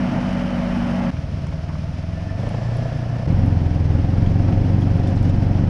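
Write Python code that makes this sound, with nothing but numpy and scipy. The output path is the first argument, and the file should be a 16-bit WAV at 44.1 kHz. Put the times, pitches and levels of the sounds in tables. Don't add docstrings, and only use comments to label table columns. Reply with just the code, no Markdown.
import sys
import numpy as np
from scipy import signal
from scipy.fft import rfft, irfft
from scipy.io import wavfile

SR = 44100
rng = np.random.default_rng(int(sys.argv[2]) if len(sys.argv) > 2 else 0)


def put_to_file(sound):
    columns = np.atleast_2d(sound).T
    safe = np.clip(columns, -1, 1)
    whole_steps = np.round(safe * 32767)
    wavfile.write(sys.argv[1], SR, whole_steps.astype(np.int16))


N = 250927
TIME = np.arange(N) / SR
FREQS = np.maximum(np.fft.rfftfreq(N, 1 / SR), 1)

CUTS_S = [1.108, 3.27]
# time in seconds, engine cycles per second.
CRUISE_SPEED = [(0.0, 47.01), (1.11, 45.89)]
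PULL_SPEED = [(1.11, 20.29), (1.45, 19.87), (1.95, 20.05), (2.23, 22.25), (2.6, 28.15), (2.83, 29.97),
              (3.27, 29.06)]
CRAWL_SPEED = [(3.27, 23.46), (3.7, 20.87), (3.97, 21.01), (4.31, 22.99), (4.83, 23.72), (5.25, 23.26),
               (5.69, 23.69)]
# multiple of the cycle rate, relative level in dB cruising, pulling, crawling.
EXHAUST_ORDERS = [(1, -34, -46.5, -32.5), (2, -35, -52, -27.5), (3, -40.5, -35, -35), (4, -24, -27, -18),
                  (5, -46, -31, -21.5), (6, -41.5, -41.5, -34.5), (7, -48, -38, -26), (8, -56, -38, -31.5),
                  (9, -62, -48, -40), (10, -63, -51.5, -43), (11, -60, -62, -37.5),
                  (12, -40.5, -56.5, -50.5), (13, -48, -67, -47.5), (14, -41.5, -63, -52),
                  (15, -45, -69, -55)]
# pitch in Hz, nominal width in Hz, relative level in dB cruising, pulling, crawling.
COWL_RESONANCES = [(300, 60, -50, -50.5, -41.5), (540, 37.4, -44.5, -50, -40.5), (653, 38, -46.5, -43, -53),
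                   (701, 50, -47.5, -49, -43.5), (771, 45, -47.5, -60, -51), (854, 120, -42.5, -54, -52.5),
                   (1300, 580, -46, -66, -58.5), (2070, 870, -48.5, -70, -65.5), (3034, 72, -53, -76, -71)]
# pitch in Hz, width in Hz, level in dB.
AIRBOX_RESONANCES = [(468, 40, -45.5), (567, 50, -48.5), (650, 45, -54), (733, 34, -49)]
# frequency in Hz, relative spectral level in dB cruising, pulling, crawling.
RUNNING_SPECTRUM = [(10, -71, -63, -65.5), (25, -62, -58.5, -41), (45.3, -57.5, -51, -50),
                    (87.5, -63, -57, -46), (138, -49.5, -48, -43.5), (220, -54.5, -58, -47),
                    (284.4, -54.5, -60.5, -48.5), (356, -67.5, -69, -59.5), (464, -67.5, -68.5, -63),
                    (636, -56.5, -61.5, -66), (746, -62.5, -71, -65), (1140, -66.5, -73.5, -75),
                    (1690, -69, -77, -76), (2900, -76, -84.5, -83), (4900, -77, -83.5, -81.5),
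                    (12000, -76.5, -86.5, -85.5)]
# time in seconds, rise of the rumble in dB.
TRAIL_BUMPS = [(0.13, 2.5), (1.38, 5), (1.54, 1.5), (2.5, 2), (3.38, 2), (4.5, 2.5)]
# start in seconds, end in seconds, pitch in Hz, level in dB.
DRIVE_WHINES = [(2.13, 3.27, 1768, -51.5), (2.38, 2.7, 1690, -54), (2.72, 3.14, 1700, -49)]
# time in seconds, rise of the first whine in dB.
BELT_CHIRPS = [(2.168, 11), (2.301, 14), (2.468, 9), (2.682, 8), (3.205, 7)]
# start in seconds, pitch in Hz, width in Hz,
# time to fade by 60 dB in seconds, peak outside the case in dB.
SKI_CRUNCHES = [(1.167, 1500, 700, 0.036, -29), (1.467, 950, 130, 0.044, -29),
                (1.469, 8300, 2400, 0.031, -18.5), (1.525, 600, 300, 0.028, -27),
                (1.688, 480, 350, 0.047, -29), (1.692, 1030, 250, 0.26, -33),
                (1.752, 1050, 160, 0.077, -30), (2.49, 10200, 1040, .028, -23),
                (2.768, 10500, 1070, 0.026, -17), (3.985, 402, 100, 0.081, -22),
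                (4.48, 890, 400, 0.18, -31), (4.526, 696, 100, 0.017, -21), (5.072, 7600, 2400, .11, -26.5),
                (5.104, 6500, 1600, .06, -33), (5.159, 7400, 2200, .08, -27), (5.226, 8000, 2600, .07, -23),
                (5.25, 6400, 2400, .06, -30), (5.293, 7400, 1300, 0.073, -28)]
# time in seconds, strength in dB.
HARD_TICKS = [(3.462, -10), (3.668, -19), (3.714, -16), (4.112, -20), (4.24, -16), (4.509, -15),
              (4.812, -13), (4.885, -20), (4.969, -13), (5.102, -15), (5.228, -14), (5.362, -18.5)]
# start in seconds, note in Hz, starting level in dB.
FITTING_CLINKS = [(4.262, 3230, -34.5), (4.821, 3280, -34), (5.035, 4100, -38), (5.073, 3580, -34),
                  (5.176, 4040, -35.5), (5.296, 3560, -38)]
# multiple of its note, relative level in dB.
FITTING_PARTIALS = [(1, 0), (2.02, -3), (3.03, -6)]
# frequency in Hz, gain in dB.
CASE_RESPONSE = [(3000.0, 0.0), (3700.0, -7), (4300.0, -7.5), (5300.0, -5.5), (6100.0, -11), (7000.0, -19),
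                 (8200.0, -23.5), (9700.0, -20), (11000.0, -36.5), (14000.0, -34.5), (15500.0, -40.5)]

ENGINE_RISE_DB, CLATTER_RISE_DB, SNOW_RISE_DB = 1, 8.5, -0.5
LOAD_CLATTER_DB, LOAD_SNOW_DB = -0.4, 3
THROTTLE_OPENS_S = 2.35


def exhaust(rate, cycle, column, span, smear, deep_rise_db, waver_db):
    out = np.zeros(len(cycle))
    for k, row in enumerate(EXHAUST_ORDERS, 1):
        lag = smear * (k - 4)
        unsteady_db = waver_db * k / len(EXHAUST_ORDERS) * drift(7.6)[span]
        deep_db = deep_rise_db * np.log2(rate / rate.mean()) * (k <= 2)
        boom = silencer(k * rate) / silencer(k * rate.mean())
        gain = from_db(row[column] + unsteady_db + deep_db) * boom
        out -= np.sqrt(2) * gain * np.cos(2 * np.pi * (k * cycle - lag))
    return out


def silencer(hz, tuned_hz=140, sharpness=2.0):
    return 1 / np.hypot(1 - (hz / tuned_hz) ** 2, hz / tuned_hz / sharpness)


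def cowl_rasp(cycle, column, firing_db, tap_count=9):
    out = np.zeros(len(cycle))
    force = swell(cycle, depth_db=2.5, lead=0.1)
    for hz, width_hz, *levels_db in COWL_RESONANCES:
        knocks = from_db(firing_db) * impacts(cycle, angle=-0.11, scatter_db=1.5)
        taps = np.zeros(len(cycle))
        for k in range(tap_count):
            sign = rng.choice([-1, 1])
            angle = (k + rng.random()) / tap_count
            taps += sign * impacts(cycle, angle, scatter_db=4.0, jitter_s=0.0004)
        ringing = resonance(knocks + force * taps, hz, 1.34 * width_hz, passes=2)
        out += from_db(levels_db[column - 1]) * ringing / ringing.std()
    return out


def intake(start_turn, lead=0.17, attack_s=0.002, decay_s=0.013, level_db=-41, bite_db=4.5, bite_s=0.26):
    rate = engine_rate(PULL_SPEED)
    cycle = start_turn + turns_of(rate * (TIME >= CUTS_S[0]))
    age = (cycle + lead) % 1 / rate
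    envelope = (1 - np.exp(-age / attack_s)) * np.exp(-age / decay_s)
    bark = resonance(envelope * rng.standard_normal(N), hz=535, width_hz=580, passes=3)
    gulp = np.floor(cycle + lead).astype(int)
    gulp_power = np.bincount(gulp, bark ** 2)[gulp] / np.bincount(gulp)[gulp]
    bark /= np.sqrt(gulp_power + 1e-18)
    bite = np.exp(-((TIME - THROTTLE_OPENS_S) / bite_s) ** 6)
    out = from_db(level_db + bite_db * bite) * throttle() * bark
    is_open = throttle() > 0
    pulses = impacts(cycle, angle=-lead, scatter_db=3.5)
    for k, (hz, width_hz, db) in enumerate(AIRBOX_RESONANCES):
        ringing = resonance(pulses, hz, width_hz)
        out += (-1) ** k * from_db(db) * is_open * ringing / ringing[is_open].std()
    return out


def throttle(attack_s=0.061, hold_s=0.35, ease_s=0.19, rest=0.26):
    times = THROTTLE_OPENS_S + np.cumsum([0, attack_s, hold_s, ease_s])
    return np.interp(TIME, times, [0, 1, 1, rest]) * (TIME < CUTS_S[1])


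def ride(speed, span, column, start_turn, smear, throb_db, clatter_lead, firing_db, engine_db,
         rumble_db, rumble_rise_db, clatter_db, snow_db, waver_db, deep_rise_db=0):
    rate, load = engine_rate(speed)[span], throttle()[span]
    cycle = start_turn + turns_of(rate)
    doublings = np.log2(rate / rate.mean())
    jolt_db = humps(TRAIL_BUMPS, half_s=0.073)[span]
    clatter_change_db = CLATTER_RISE_DB * doublings + LOAD_CLATTER_DB * load + 0.3 * jolt_db
    snow_change_db = SNOW_RISE_DB * doublings + LOAD_SNOW_DB * load
    rumble, clatter, snow = running_noise(column, span)
    engine = exhaust(rate, cycle, column, span, smear, deep_rise_db, waver_db)
    engine *= from_db(engine_db + ENGINE_RISE_DB * doublings)
    engine += from_db(clatter_change_db) * cowl_rasp(cycle, column, firing_db)
    rumble *= from_db(rumble_db + rumble_rise_db * doublings + jolt_db)
    rumble *= swell(cycle, depth_db=0.95, lead=0.46)
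    clatter *= from_db(clatter_db + clatter_change_db + 0.62 * drift(21)[span])
    clatter *= swell(cycle, throb_db, clatter_lead)
    snow *= from_db(snow_db + snow_change_db + 0.93 * drift(26)[span])
    snow *= swell(cycle, depth_db=0.64, lead=0.055)
    out = np.zeros(N)
    out[span] = engine + rumble + clatter + snow
    return out


def running_noise(column, span, rumble_hz=350, snow_hz=2200):
    rows = np.array(RUNNING_SPECTRUM)
    colour = from_db(np.interp(np.log(FREQS), np.log(rows[:, 0]), rows[:, column]))
    spectrum = rfft(rng.standard_normal(N)) * np.sqrt(SR / 2) * colour
    low = 1 / (1 + (FREQS / rumble_hz) ** 6)
    high = 1 / (1 + (snow_hz / FREQS) ** 3)
    return [irfft(spectrum * share, N)[span] for share in (low, 1 - low - high, high)]


def track_drone(lug_hz=246.5, sag_hz_per_s=9.6, level_db=-26, waver_db=1.2):
    angle = 2 * np.pi * turns_of(lug_hz - sag_hz_per_s * TIME)
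    return from_db(level_db + waver_db * drift(11.0)) * np.sqrt(2) * np.sin(angle)


def drive_whine(jitter_hz=18, attack_s=0.04, squeal_hz=7570, squeal_db=-49):
    chirp_db = humps(BELT_CHIRPS, half_s=0.011)
    out = np.zeros(N)
    for k, (start, end, hz, db) in enumerate(DRIVE_WHINES):
        angle = 2 * np.pi * turns_of(hz + jitter_hz * drift(70))
        tones = from_db(db + chirp_db * (k == 0)) * np.sin(angle)
        tones += 0.3 * from_db(db) * np.sin(3 * angle)
        if k == 0:
            tones += from_db(squeal_db) * np.sqrt(throttle()) * np.sin(squeal_hz / hz * angle)
        envelope = np.clip(np.minimum(TIME - start, 10 * (end - TIME)) / attack_s, 0, 1)
        flutter = 1 + 0.35 * drift(70)
        out += envelope * flutter * tones
    return out


def ski_crunches():
    out, age = np.zeros(N), TIME[:SR // 10]
    for s, hz, width_hz, t60, peak_db in SKI_CRUNCHES:
        grains = rng.standard_normal(len(age))
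        burst = resonance(grains * np.abs(grains) * from_db(-60 * age / t60), hz, width_hz)
        at = round(s * SR)
        out[at:at + len(age)] += from_db(peak_db) * burst / np.abs(burst).max()
    return out


def loose_ticks(shake, faint_db=-29, ring_hz=10050, ring_s=0.00097, ring_db=-13):
    shaken = np.diff((shake < -0.18).astype(float), prepend=0) > 0
    kicks = shaken * from_db(faint_db + rng.standard_normal(N))
    for s, db in HARD_TICKS:
        kicks[round(s * SR)] = from_db(db)
    age = TIME[:SR // 100]
    snap = resonance(signal.unit_impulse(len(age)), hz=11800, width_hz=3600, passes=2)
    ring = from_db(ring_db) * np.exp(-age / ring_s) * np.sin(2 * np.pi * ring_hz * age)
    return np.convolve(kicks, snap / np.abs(snap).max() + ring)[:N]


def fitting_clinks(t60=0.04, jitter_hz=70):
    out, age = np.zeros(N), TIME[:SR // 10]
    waver_hz = jitter_hz * drift(130)
    for s, hz, start_db in FITTING_CLINKS:
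        span = slice(round(s * SR), round(s * SR) + len(age))
        angle = 2 * np.pi * turns_of(hz + waver_hz[span])
        ringing = sum(from_db(db) * np.sin(multiple * angle) for multiple, db in FITTING_PARTIALS)
        out[span] += from_db(start_db - 60 * age / t60) * ringing
    return out


def engine_rate(speed):
    return np.interp(TIME, *np.transpose(speed))


def impacts(cycle, angle, scatter_db, jitter_s=0):
    at = np.flatnonzero(np.diff(np.floor(cycle - angle)))
    strength, late = rng.standard_normal((200, 2))[:len(at)].T
    at += np.round(late * jitter_s * SR).astype(int)
    clicks = np.zeros(len(cycle))
    clicks[np.clip(at, 0, len(cycle) - 1)] = from_db(scatter_db * strength)
    return clicks


def resonance(x, hz, width_hz, passes=1):
    for _ in range(passes):
        x = signal.lfilter(*signal.iirpeak(hz, hz / width_hz, fs=SR), x + 1e-18)
    return x


def swell(cycle, depth_db, lead):
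    gain = from_db(depth_db * np.cos(2 * np.pi * (cycle + lead)))
    return gain / np.sqrt(np.mean(gain ** 2))


def humps(rows, half_s):
    return sum(height * np.exp(-((TIME - s) / half_s) ** 2) for s, height in rows)


def drift(hz, step=40):
    pole = np.exp(-2 * np.pi * step * hz / SR)
    noise = rng.standard_normal(N // step + 2002)
    slow = signal.lfilter([1], [1, -2 * pole, pole * pole], noise)[2000:]
    return np.interp(np.arange(N) / step, np.arange(len(slow)), slow / slow.std())


def turns_of(hz):
    return np.cumsum(hz) / SR


def from_db(db):
    return 10 ** (np.asarray(db) / 20)


def scene():
    first, second = [round(s * SR) for s in CUTS_S]
    pull_turn = 0.36
    cruise = ride(CRUISE_SPEED, slice(0, first), column=1, start_turn=0.394, smear=0.119,
                  throb_db=-1.3, clatter_lead=0.054, firing_db=3.5, engine_db=-0.33, waver_db=2.5,
                  rumble_db=2.5, rumble_rise_db=6.0, clatter_db=-1.0, snow_db=-1.44)
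    pull = ride(PULL_SPEED, slice(first, second), column=2, start_turn=pull_turn, smear=0.078,
                throb_db=0.8, clatter_lead=0.06, firing_db=8.5, engine_db=-1.0, waver_db=4.5,
                rumble_db=-1.0, rumble_rise_db=5.5, clatter_db=-4.0, snow_db=2.05, deep_rise_db=18)
    crawl = ride(CRAWL_SPEED, slice(second, N), column=3, start_turn=0.218, smear=0.044,
                 throb_db=0.5, clatter_lead=0.02, firing_db=9.0, engine_db=-1.53, waver_db=3.0,
                 rumble_db=-1.3, rumble_rise_db=19.0, clatter_db=0.0, snow_db=1.1)
    sled = cruise + track_drone() * (TIME < CUTS_S[0]) + pull + intake(pull_turn) + crawl + drive_whine()
    details = loose_ticks(crawl) + fitting_clinks() + ski_crunches()
    dips = 1 - humps([(s, 1) for s in CUTS_S], half_s=0.0031)
    return (dips * (sled + details))[None]


def record(dry, cutoff_hz=15500):
    padded = np.pad(dry, [(0, 0), (0, N)])
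    hz, gain_db = np.transpose(CASE_RESPONSE)
    case = from_db(np.interp(np.fft.rfftfreq(2 * N, 1 / SR), hz, gain_db))
    muffled = irfft(rfft(padded) * case)[:, :N]
    return signal.sosfilt(signal.cheby2(12, 70, cutoff_hz, fs=SR, output="sos"), muffled)


dry = scene()
out = record(dry)
put_to_file(out)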